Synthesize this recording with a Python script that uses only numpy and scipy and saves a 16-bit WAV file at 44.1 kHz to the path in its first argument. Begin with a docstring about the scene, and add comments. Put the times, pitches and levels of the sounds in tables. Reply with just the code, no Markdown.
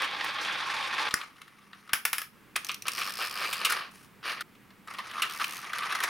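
"""Plastic toy vehicles on gritty concrete, close to a small stereo microphone, in four joined shots.
A transporter rolls off; its ramp is unlatched, drops and bounces; a car is pushed along the deck and down the ramp.
Random grit grains ring hollow-shell resonances and crackle; short noise bursts make knocks, bounces and pawl ticks.
Decaying noise makes a small hard room; shaped noise and a narrow band make faint hiss and hum."""
import sys
import numpy as np
from scipy import signal
from scipy.fft import rfft, irfft
from scipy.io import wavfile
from scipy.ndimage import uniform_filter1d

SR = 44100
rng = np.random.default_rng(int(sys.argv[2]) if len(sys.argv) > 2 else 0)


def invert_db(level):
    """Linear amplitude ratio for a level in decibels (20 dB per decade), elementwise."""
    return 10 ** (np.asarray(level, dtype=float) / 20)


def to_wav(s):
    """Save 16-bit WAV."""
    ch = np.atleast_2d(s).T  # columns
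    pcm = np.round(np.clip(ch, -1, 1) * 32767)  # PCM
    wavfile.write(sys.argv[1], SR, pcm.astype(np.int16))


N = 268569
TIME = np.arange(N) / SR
LEFT_RIGHT = np.array([[1], [-1]])


def unit(x):
    """Scale to rms 1."""
    return x / np.sqrt(np.mean(x ** 2))


def ring(x, hz, width_hz):
    """One resonance, gain 1 at its centre."""
    return signal.lfilter(*signal.iirpeak(hz, hz / width_hz, SR), x)


def mode_rings(x, modes):
    """Each resonance of a set, neighbours in opposite phase so the valleys stay filled."""
    return np.array([(-1) ** k * invert_db(db) * ring(x, hz, width_hz) for k, (hz, width_hz, db) in enumerate(modes)])


def shell(x, modes):
    """A set of resonances, summed."""
    return mode_rings(x, modes).sum(axis=0)


def steep(x, hz, kind):
    """Fourth-order high- or low-pass."""
    return signal.sosfilt(signal.butter(4, hz, kind, fs=SR, output="sos"), x)


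def wander(cutoff_hz):
    """Slow random drift, rms 1."""
    return unit(signal.sosfilt(signal.butter(2, cutoff_hz, fs=SR, output="sos"), rng.standard_normal(N)))


def contact(noise, decay_ms, rise_ms=0.27):
    """A burst of tiny collisions that swells quickly and dies away."""
    t_ms = np.arange(noise.shape[-1]) * 1000 / SR
    return noise * (1 - np.exp(-t_ms / rise_ms)) * np.exp(-t_ms / decay_ms)


def between(table):
    """A level curve as gain, silent outside its span."""
    s, db = np.transpose(table)
    return invert_db(np.interp(TIME, s, db)) * (TIME >= s[0]) * (TIME <= s[-1])


# shot starts: t/s
CUTS_S = [0, 1.09, 2.33, 4.425]


def shot_end(s):
    """The next cut after a moment."""
    return min(cut for cut in CUTS_S + [np.inf] if cut > s)


def grit(grains_per_s, spread_db, decay_ms):
    """Grains crushed at random moments, few large and many small, each a short scrape."""
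    struck = rng.random(N) < grains_per_s / SR
    sizes = struck * invert_db(spread_db * np.minimum(rng.exponential(size=N), 3))
    scrape = signal.lfilter([1], [1, -np.exp(-1000 / (decay_ms * SR))], sizes)
    return unit(scrape * rng.standard_normal(N))


# treble resonances of crushed grit: f/Hz, width/Hz, gain/dB
GRIT_MODES = [(4940, 1530, 9.4), (7050, 11500, 1.8), (9700, 2070, 5.33), (12160, 760, 2.5),
              (12500, 2500, 2.3)]
SHIFT_RMS_DB, SHIFT_CUTOFF_HZ = 1.2, 20


def rolling(body_gain, fine_gain, modes, grains_per_s, spread_db, decay_ms):
    """The same grains shake the shell, their power passing from panel to panel, and crackle in the treble."""
    grains = grit(grains_per_s, spread_db, decay_ms)
    rings = mode_rings(grains, modes)
    power = np.mean(rings ** 2, axis=1)
    shares = invert_db(SHIFT_RMS_DB * np.array([wander(SHIFT_CUTOFF_HZ) for _ in modes]))
    panels = np.sum(shares * rings, axis=0) / np.sqrt(power @ shares ** 2)  # steady total power
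    body = unit(steep(panels, 290, "high"))
    fine = unit(steep(shell(grains, GRIT_MODES), 6300, "high"))
    return body * body_gain + fine * fine_gain


# transporter wheels on grit: t/s, shell level/dB
TRUCK_ROLL = [(0, -27), (.07, -35.5), (.4, -33.5), (.42, -29.5), (.55, -34), (.955, -32), (.97, -31.5),
              (1.09, -30)]
# hollow transporter shell: f/Hz, width/Hz, gain/dB
TRUCK_SHELL = [(303, 18, -9), (503, 200, -12.5), (859, 63, -0.5), (1107, 94, 3), (1640, 580, -2),
               (2490, 540, -2.5), (3380, 540, -3.5), (4460, 1960, -13)]
TRUCK_FINE_DB = -30.5  # crackle re shell


def transporter():
    """Wheels crush grit, which shakes the hollow transporter shell."""
    gain = between(TRUCK_ROLL)
    return rolling(gain, gain * invert_db(TRUCK_FINE_DB), TRUCK_SHELL, 2000, 1.0, 3.7)


# short drags of fingers, latch and wheels: start t/s, hold/s, shell level/dB, crackle re shell/dB
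SCRAPES = [(1.091, 0.14, -42, -42), (1.28, 0.91, -60, -13.5), (1.89, 0.079, -48, -29),
           (2.854, 0.015, -33.5, -23), (3.2, 0.023, -32.5, -23), (3.403, 0.023, -37, -22),
           (3.613, .17, -32, -18.5), (3.779, 0.076, -43, -39), (3.909, 0.13, -59, -2.5),
           (4.228, 0.02, -44, -22), (4.25, 0.076, -33.5, -16.5), (4.36, .095, -43, -37)]
SCRAPE_ATTACK_S, SCRAPE_RELEASE_DB_PER_S = 0.0022, 311


def scrape_powers():
    """Shell and crackle powers of the drags: quick onset, hold, then a fade linear in dB."""
    body, fine = np.zeros(N), np.zeros(N)
    for s, hold_s, db, fine_db in SCRAPES:
        fade_db = SCRAPE_RELEASE_DB_PER_S * np.maximum(TIME - s - hold_s, 0)
        attack = np.clip((TIME - s) / SCRAPE_ATTACK_S, 0, 1)
        gain = attack * invert_db(db - fade_db) * (TIME < shot_end(s))
        body += gain ** 2
        fine += (gain * invert_db(fine_db)) ** 2
    return body, fine


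# gear position on the deck, also ticked by pawl(): t/s, teeth passed
DECK_GEAR = [(2.627, 0), (2.689, 3), (2.745, 5), (2.823, 6), (2.87, 7), (2.919, 9), (2.951, 11),
             (2.973, 13), (3.014, 18), (3.106, 27), (3.172, 31), (3.251, 40), (3.283, 43), (3.356, 48),
             (3.416, 54), (3.463, 60), (3.522, 66), (3.616, 74)]
# car let down the ramp and onto the ground: t/s, shell level/dB
RAMP_ROLL = [(4.874, -46.5), (5.05, -45.5), (5.15, -38), (5.26, -37.5), (5.39, -45), (5.415, -28),
             (5.45, -43), (5.63, -41), (5.8, -35), (6.09, -32.5)]
DECK_DB, DECK_TEETH_PER_S, DB_PER_DOUBLING = -36.5, 105, 11  # level at this speed, louder when faster
SPEED_SMOOTH_S = 0.0068
CAR_FINE_DB = -19  # ramp-roll crackle re shell


def car_levels():
    """Shell and crackle gains: deck roll from gear speed, ramp roll and scrapes, summed as powers."""
    teeth_per_s = np.gradient(np.interp(TIME, *np.transpose(DECK_GEAR))) * SR
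    teeth_per_s = uniform_filter1d(teeth_per_s, int(SPEED_SMOOTH_S * SR)).clip(1e-3)
    deck = invert_db(DECK_DB + DB_PER_DOUBLING * np.log2(teeth_per_s / DECK_TEETH_PER_S))
    ramp = between(RAMP_ROLL)
    scrape_body, scrape_fine = scrape_powers()
    body = deck ** 2 + ramp ** 2 + scrape_body
    fine = (ramp * invert_db(CAR_FINE_DB)) ** 2 + scrape_fine
    return np.sqrt(body), np.sqrt(fine)


# car standing on the hollow deck: f/Hz, width/Hz, gain/dB
DECK_SHELL = [(492, 410, -6.5), (1200, 170, 9), (1760, 370, 3.5), (2345, 200, 5.5), (2800, 460, 2),
              (4530, 1000, -4)]
# hollow car shell, also struck in knocks(): f/Hz, width/Hz, gain/dB
CAR_SHELL = [(280, 1000, -12), (1200, 156, 11.5), (1697, 385, 7), (1974, 530, 8.5), (2800, 1480, 0.5),
             (4180, 2080, -4.5)]


def car():
    """Rolls and scrapes shake car and deck together in the third shot, the car shell in the others."""
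    body, fine = car_levels()
    on_deck = (TIME >= CUTS_S[2]) & (TIME < CUTS_S[3])
    deck = rolling(body * on_deck, fine * on_deck, DECK_SHELL, 1400, 3.3, 3.0)
    return deck + rolling(body * ~on_deck, fine * ~on_deck, CAR_SHELL, 1100, 3.2, 3.1)


# thin ramp plate: f/Hz, width/Hz, gain/dB
RAMP_MODES = [(1316, 300, 5), (1765, 164, 7), (2250, 450, 5), (3550, 1400, -4), (5240, 600, 1),
              (7260, 4700, -10), (11100, 810, -0.5), (11640, 240, -2), (13700, 1760, -3)]
DROP_S, FIRST_FLIGHT_S, REBOUND, BOUNCES = 1.9325, 0.119, 0.66, 4
DROP_DB, BOUNCE_LOSS_DB = -8.5, 0.85  # loss grows with the square of the bounce number
FIRST_CLACK_MS, CLATTER_DB = 3.3, -14


def bounces():
    """The ramp plate clacks on concrete and clatters on, each flight shorter and each blow weaker."""
    out, size = np.zeros(N), 4096
    flights_s = FIRST_FLIGHT_S * REBOUND ** np.arange(BOUNCES)
    blows_s = DROP_S + np.r_[0, np.cumsum(flights_s)]
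    noise = rng.standard_normal((BOUNCES + 1, 2, size))
    for k, (s, (hit, clatter)) in enumerate(zip(blows_s, noise)):
        blow = contact(hit, FIRST_CLACK_MS * 0.94 ** k, 0.3) + invert_db(CLATTER_DB) * contact(clatter, 21.6, 1.1)
        clack = shell(blow, RAMP_MODES)
        i = int(s * SR)
        out[i:i + size] += invert_db(DROP_DB - k ** 2 * BOUNCE_LOSS_DB) * clack / np.abs(clack).max()
    return out


# knocks and latches: t/s, body peak level/dB, own ring f/Hz, crack re body/dB, decay/ms
KNOCKS = [(0.02, -17, 1200, -14, 2), (.044, -21, 1220, -15, 3.9), (.208, -21, 1100, -27.5, 3.3),
          (.243, -20, 1080, -12, 5.1), (1.108, -24, 3680, -31, 4.7), (1.14, -11, 1470, 0.5, 1.7),
          (1.213, -24.5, 2010, -30, 4), (1.416, -33, 2260, -7, 3.2), (1.731, -34.5, 1830, -40, 2.9),
          (2.556, -17.5, 2460, -25, 6.8), (2.561, -19, 1310, 1.5, 3.7), (2.691, -18.5, 2500, -29, 8.1),
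          (2.881, -15.5, 2580, -2, 3.1), (3.014, -17, 2500, -17, 6.5), (3.527, -18.5, 2880, -6.5, 9.3),
          (3.647, -13, 2800, -3.5, 9.1), (3.697, -21.5, 1410, -2, 9.2), (3.721, -18, 1470, -2, 3.7),
          (4.407, -23, 1340, -7.5, 5.1), (4.984, -25, 1070, -15, 8.2), (5.219, -15, 2800, -7, 7.8),
          (5.231, -19, 1390, -35, 7), (5.396, -24, 1440, -23, 5.8), (5.442, -17.5, 2830, -7, 2.5),
          (5.732, -19, 1540, -11, 2.8), (5.783, -23, 1240, -6.5, 3.6), (5.923, -19, 1390, -13, 2.8),
          (5.95, -23, 1380, -5, 4.9), (6.003, -19.5, 1520, -9, 2.6), (6.036, -18, 1200, -2, 4)]
# fingertips nudging the plastic: t/s, body peak level/dB, own ring f/Hz
TOUCHES = [(1.365, -48, 2500), (1.381, -46, 1410), (1.478, -41, 1930), (1.875, -41.5, 1400),
           (1.892, -36, 1480), (4.55, -48, 2500), (4.704, -45.5, 1020), (4.946, -36, 1090),
           (5.112, -30, 1990)]
TOUCH_CRACK_DB, TOUCH_DECAY_MS = -13, 4.5
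RISE_PER_DECAY, CHATTER_DB = 0.26, -11


def knocks():
    """Each blow rattles the shell and rings the part that was struck; a bright crack rides on top."""
    size = 4096
    out = np.zeros(N + size)
    blows = KNOCKS + [(*touch, TOUCH_CRACK_DB, TOUCH_DECAY_MS) for touch in TOUCHES]
    noise = rng.standard_normal((len(blows), 2, size))
    for (s, db, hz, crack_db, decay_ms), (low, high) in zip(blows, noise):
        rise_ms = RISE_PER_DECAY * decay_ms
        chatter = contact(high, 3.24 * decay_ms, rise_ms)  # loose parts chatter on after the blow
        blow = contact(low, decay_ms, rise_ms) + invert_db(CHATTER_DB) * chatter
        body = steep(shell(blow, CAR_SHELL) + invert_db(9.5) * ring(blow, hz, hz / 4), 373, "high")
        crack = steep(shell(contact(high, 1.01 * decay_ms, rise_ms), GRIT_MODES), 5400, "high")
        knock = body / np.abs(body).max() + invert_db(crack_db) * crack / np.abs(crack).max()
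        heard = s + TIME[:size] < shot_end(s)  # silent past the end of its shot
        i = int(s * SR)
        out[i:i + size] += heard * invert_db(db) * knock
    return out[:N]


# low push of the two hardest blows: t/s, peak level/dB
THUDS = [(1.1407, -25.5), (1.935, -31.5)]


def thuds():
    """Each push is one smooth Gaussian pressure pulse."""
    return sum(invert_db(db) * np.exp(-((TIME - s) / 0.00051) ** 2) for s, db in THUDS)


# gear position, first nudge: t/s, teeth passed
START_GEAR = [(4.876, 0), (4.938, 2)]
# gear position on the ramp: t/s, teeth passed
RAMP_GEAR = [(5.298, 0), (5.388, 7), (5.434, 11), (5.481, 15), (5.524, 18), (5.602, 25), (5.675, 30)]
# pawl as heard: t/s, mean level/dB, mean housing f/Hz, housing re level/dB
PAWL = [(2.62, -53, 6000, -9), (2.648, -24, 5800, -5), (3.3, -25.5, 5080, -6), (3.62, -30, 4770, -3),
        (4.9, -37, 8700, -8), (5.29, -27, 5600, -13), (5.58, -27, 6300, -11.5), (5.68, -49, 5200, -11)]
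# pawl snap: f/Hz, width/Hz, gain/dB
PAWL_MODES = [(2500, 530, 12), (4560, 810, 11.5), (9550, 2500, 5.5), (11500, 600, 8), (13200, 2300, 3)]
SNAP_DB, SNAP_MS, HOUSING_MS = -4, 3.0, 0.8
TICK_SPREAD_DB, RING_SPREAD = 1, 0.03


def pawl():
    """A springy pawl drops off every tooth: a dry snap, and the housing rings for a few milliseconds."""
    out, size = np.zeros(N), 1024
    s, level_db, ring_hz, ring_db = np.transpose(PAWL)
    for gear in DECK_GEAR, START_GEAR, RAMP_GEAR:
        when_s, teeth = np.transpose(gear)
        for t in np.interp(np.arange(teeth[-1] + 1), teeth, when_s):  # one tick per whole tooth
            snap = shell(contact(rng.standard_normal(size), SNAP_MS), PAWL_MODES)
            hz = np.interp(t, s, ring_hz) * (1 + RING_SPREAD * rng.standard_normal())
            housing = contact(np.sin(2 * np.pi * hz * TIME[:size]), HOUSING_MS)
            tick = invert_db(np.interp(t, s, ring_db)) * housing / housing.max()
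            tick += invert_db(SNAP_DB) * snap / np.abs(snap).max()
            db = np.interp(t, s, level_db) + TICK_SPREAD_DB * rng.standard_normal()
            i = int((t - 0.001) * SR)  # onset 1 ms ahead, so the swell meets the tooth
            out[i:i + size] += invert_db(db) * tick
    return out


ROOM_T60_S, ROOM_DB, ROOM_HIGHPASS_HZ = 0.26, -11, 153
WIDTH_DB, WIDTH_LOWPASS_HZ = -1.7, 5140


def room_tails(count):
    """Decaying noise as stereo reflections of a small hard room, one tail per shot."""
    t = np.arange(int(0.6 * SR)) / SR
    noise = steep(rng.standard_normal((2, count, 1, len(t))), ROOM_HIGHPASS_HZ, "high")
    alike, unlike = noise * invert_db(-60 * t / ROOM_T60_S) * (t > 0.003)
    # the two ports lie close together, so most of each reflection is the same in both
    tails = alike + invert_db(WIDTH_DB) * steep(unlike, WIDTH_LOWPASS_HZ, "low") * LEFT_RIGHT
    return tails * invert_db(ROOM_DB) / np.sqrt(np.sum(alike ** 2, axis=-1, keepdims=True))


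# spectrum shape: f/Hz, relative density level/dB
BACKGROUND = [(60, -16), (130, -4), (250, -4.5), (420, -10), (620, -18), (1100, -12), (2200, -15),
              (4000, -25.5), (7000, -31), (10500, -29.5), (16000, -29)]
# hum band: f/Hz, width/Hz, rms level/dB
HUM = [(199, 4.2, -67.5)]


def background():
    """Hiss and distant rumble, partly alike left and right, and a narrow wavering hum band."""
    hz, db = np.transpose(BACKGROUND)
    gain = invert_db(np.interp(np.log(np.arange(N // 2 + 1) * SR / N + 1), np.log(hz), db))
    mid, side = (unit(irfft(rfft(rng.standard_normal(N)) * gain, N)) for _ in range(2))
    difference = invert_db(-10.5) * side + invert_db(-11.5) * steep(side, 550, "low")
    hum = sum(invert_db(db) * unit(ring(rng.standard_normal(N), hz, width_hz)) for hz, width_hz, db in HUM)
    return mid + difference * LEFT_RIGHT, hum


# each shot: left minus right/dB, hiss mid rms level/dB
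SHOTS = [(-0.4, -56), (2, -62.5), (0.5, -57.5), (0.5, -58)]


def scene():
    """Every shot has its own pan, hiss level and room tail, cut off where the next begins."""
    dry = transporter() + car() + bounces() + knocks() + thuds() + pawl()
    tails = room_tails(len(SHOTS))
    hiss, hum = background()
    out, edges = np.zeros((2, N)), [int(s * SR) for s in CUTS_S] + [N]
    for a, b, tail, (pan_db, hiss_db) in zip(edges, edges[1:], tails, SHOTS):
        direct = dry[a:b] * invert_db(pan_db * LEFT_RIGHT / 2)
        room = signal.fftconvolve(dry[None, a:b], tail, axes=1)[:, :b - a]
        out[:, a:b] = direct + room + invert_db(hiss_db) * hiss[:, a:b]
    return out + hum


def low_pass(x):
    """Removes everything above the highest recorded frequency."""
    return signal.sosfilt(signal.butter(12, 16990, fs=SR, output="sos"), x)


BASS_HZ, BASS_LEAN_DB, TOP_HZ = 450, -14.5, 15800


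def record(dry):
    """The bass leans to the right; the top of the band is cut."""
    bass = signal.lfilter(*signal.butter(1, BASS_HZ, fs=SR), dry.mean(axis=0))
    leaning = dry - invert_db(BASS_LEAN_DB) * bass * LEFT_RIGHT
    mix = signal.sosfilt(signal.ellip(6, 0.3, 30, TOP_HZ, fs=SR, output="sos"), leaning)
    return low_pass(mix)


dry = scene()
out = record(dry)
to_wav(out)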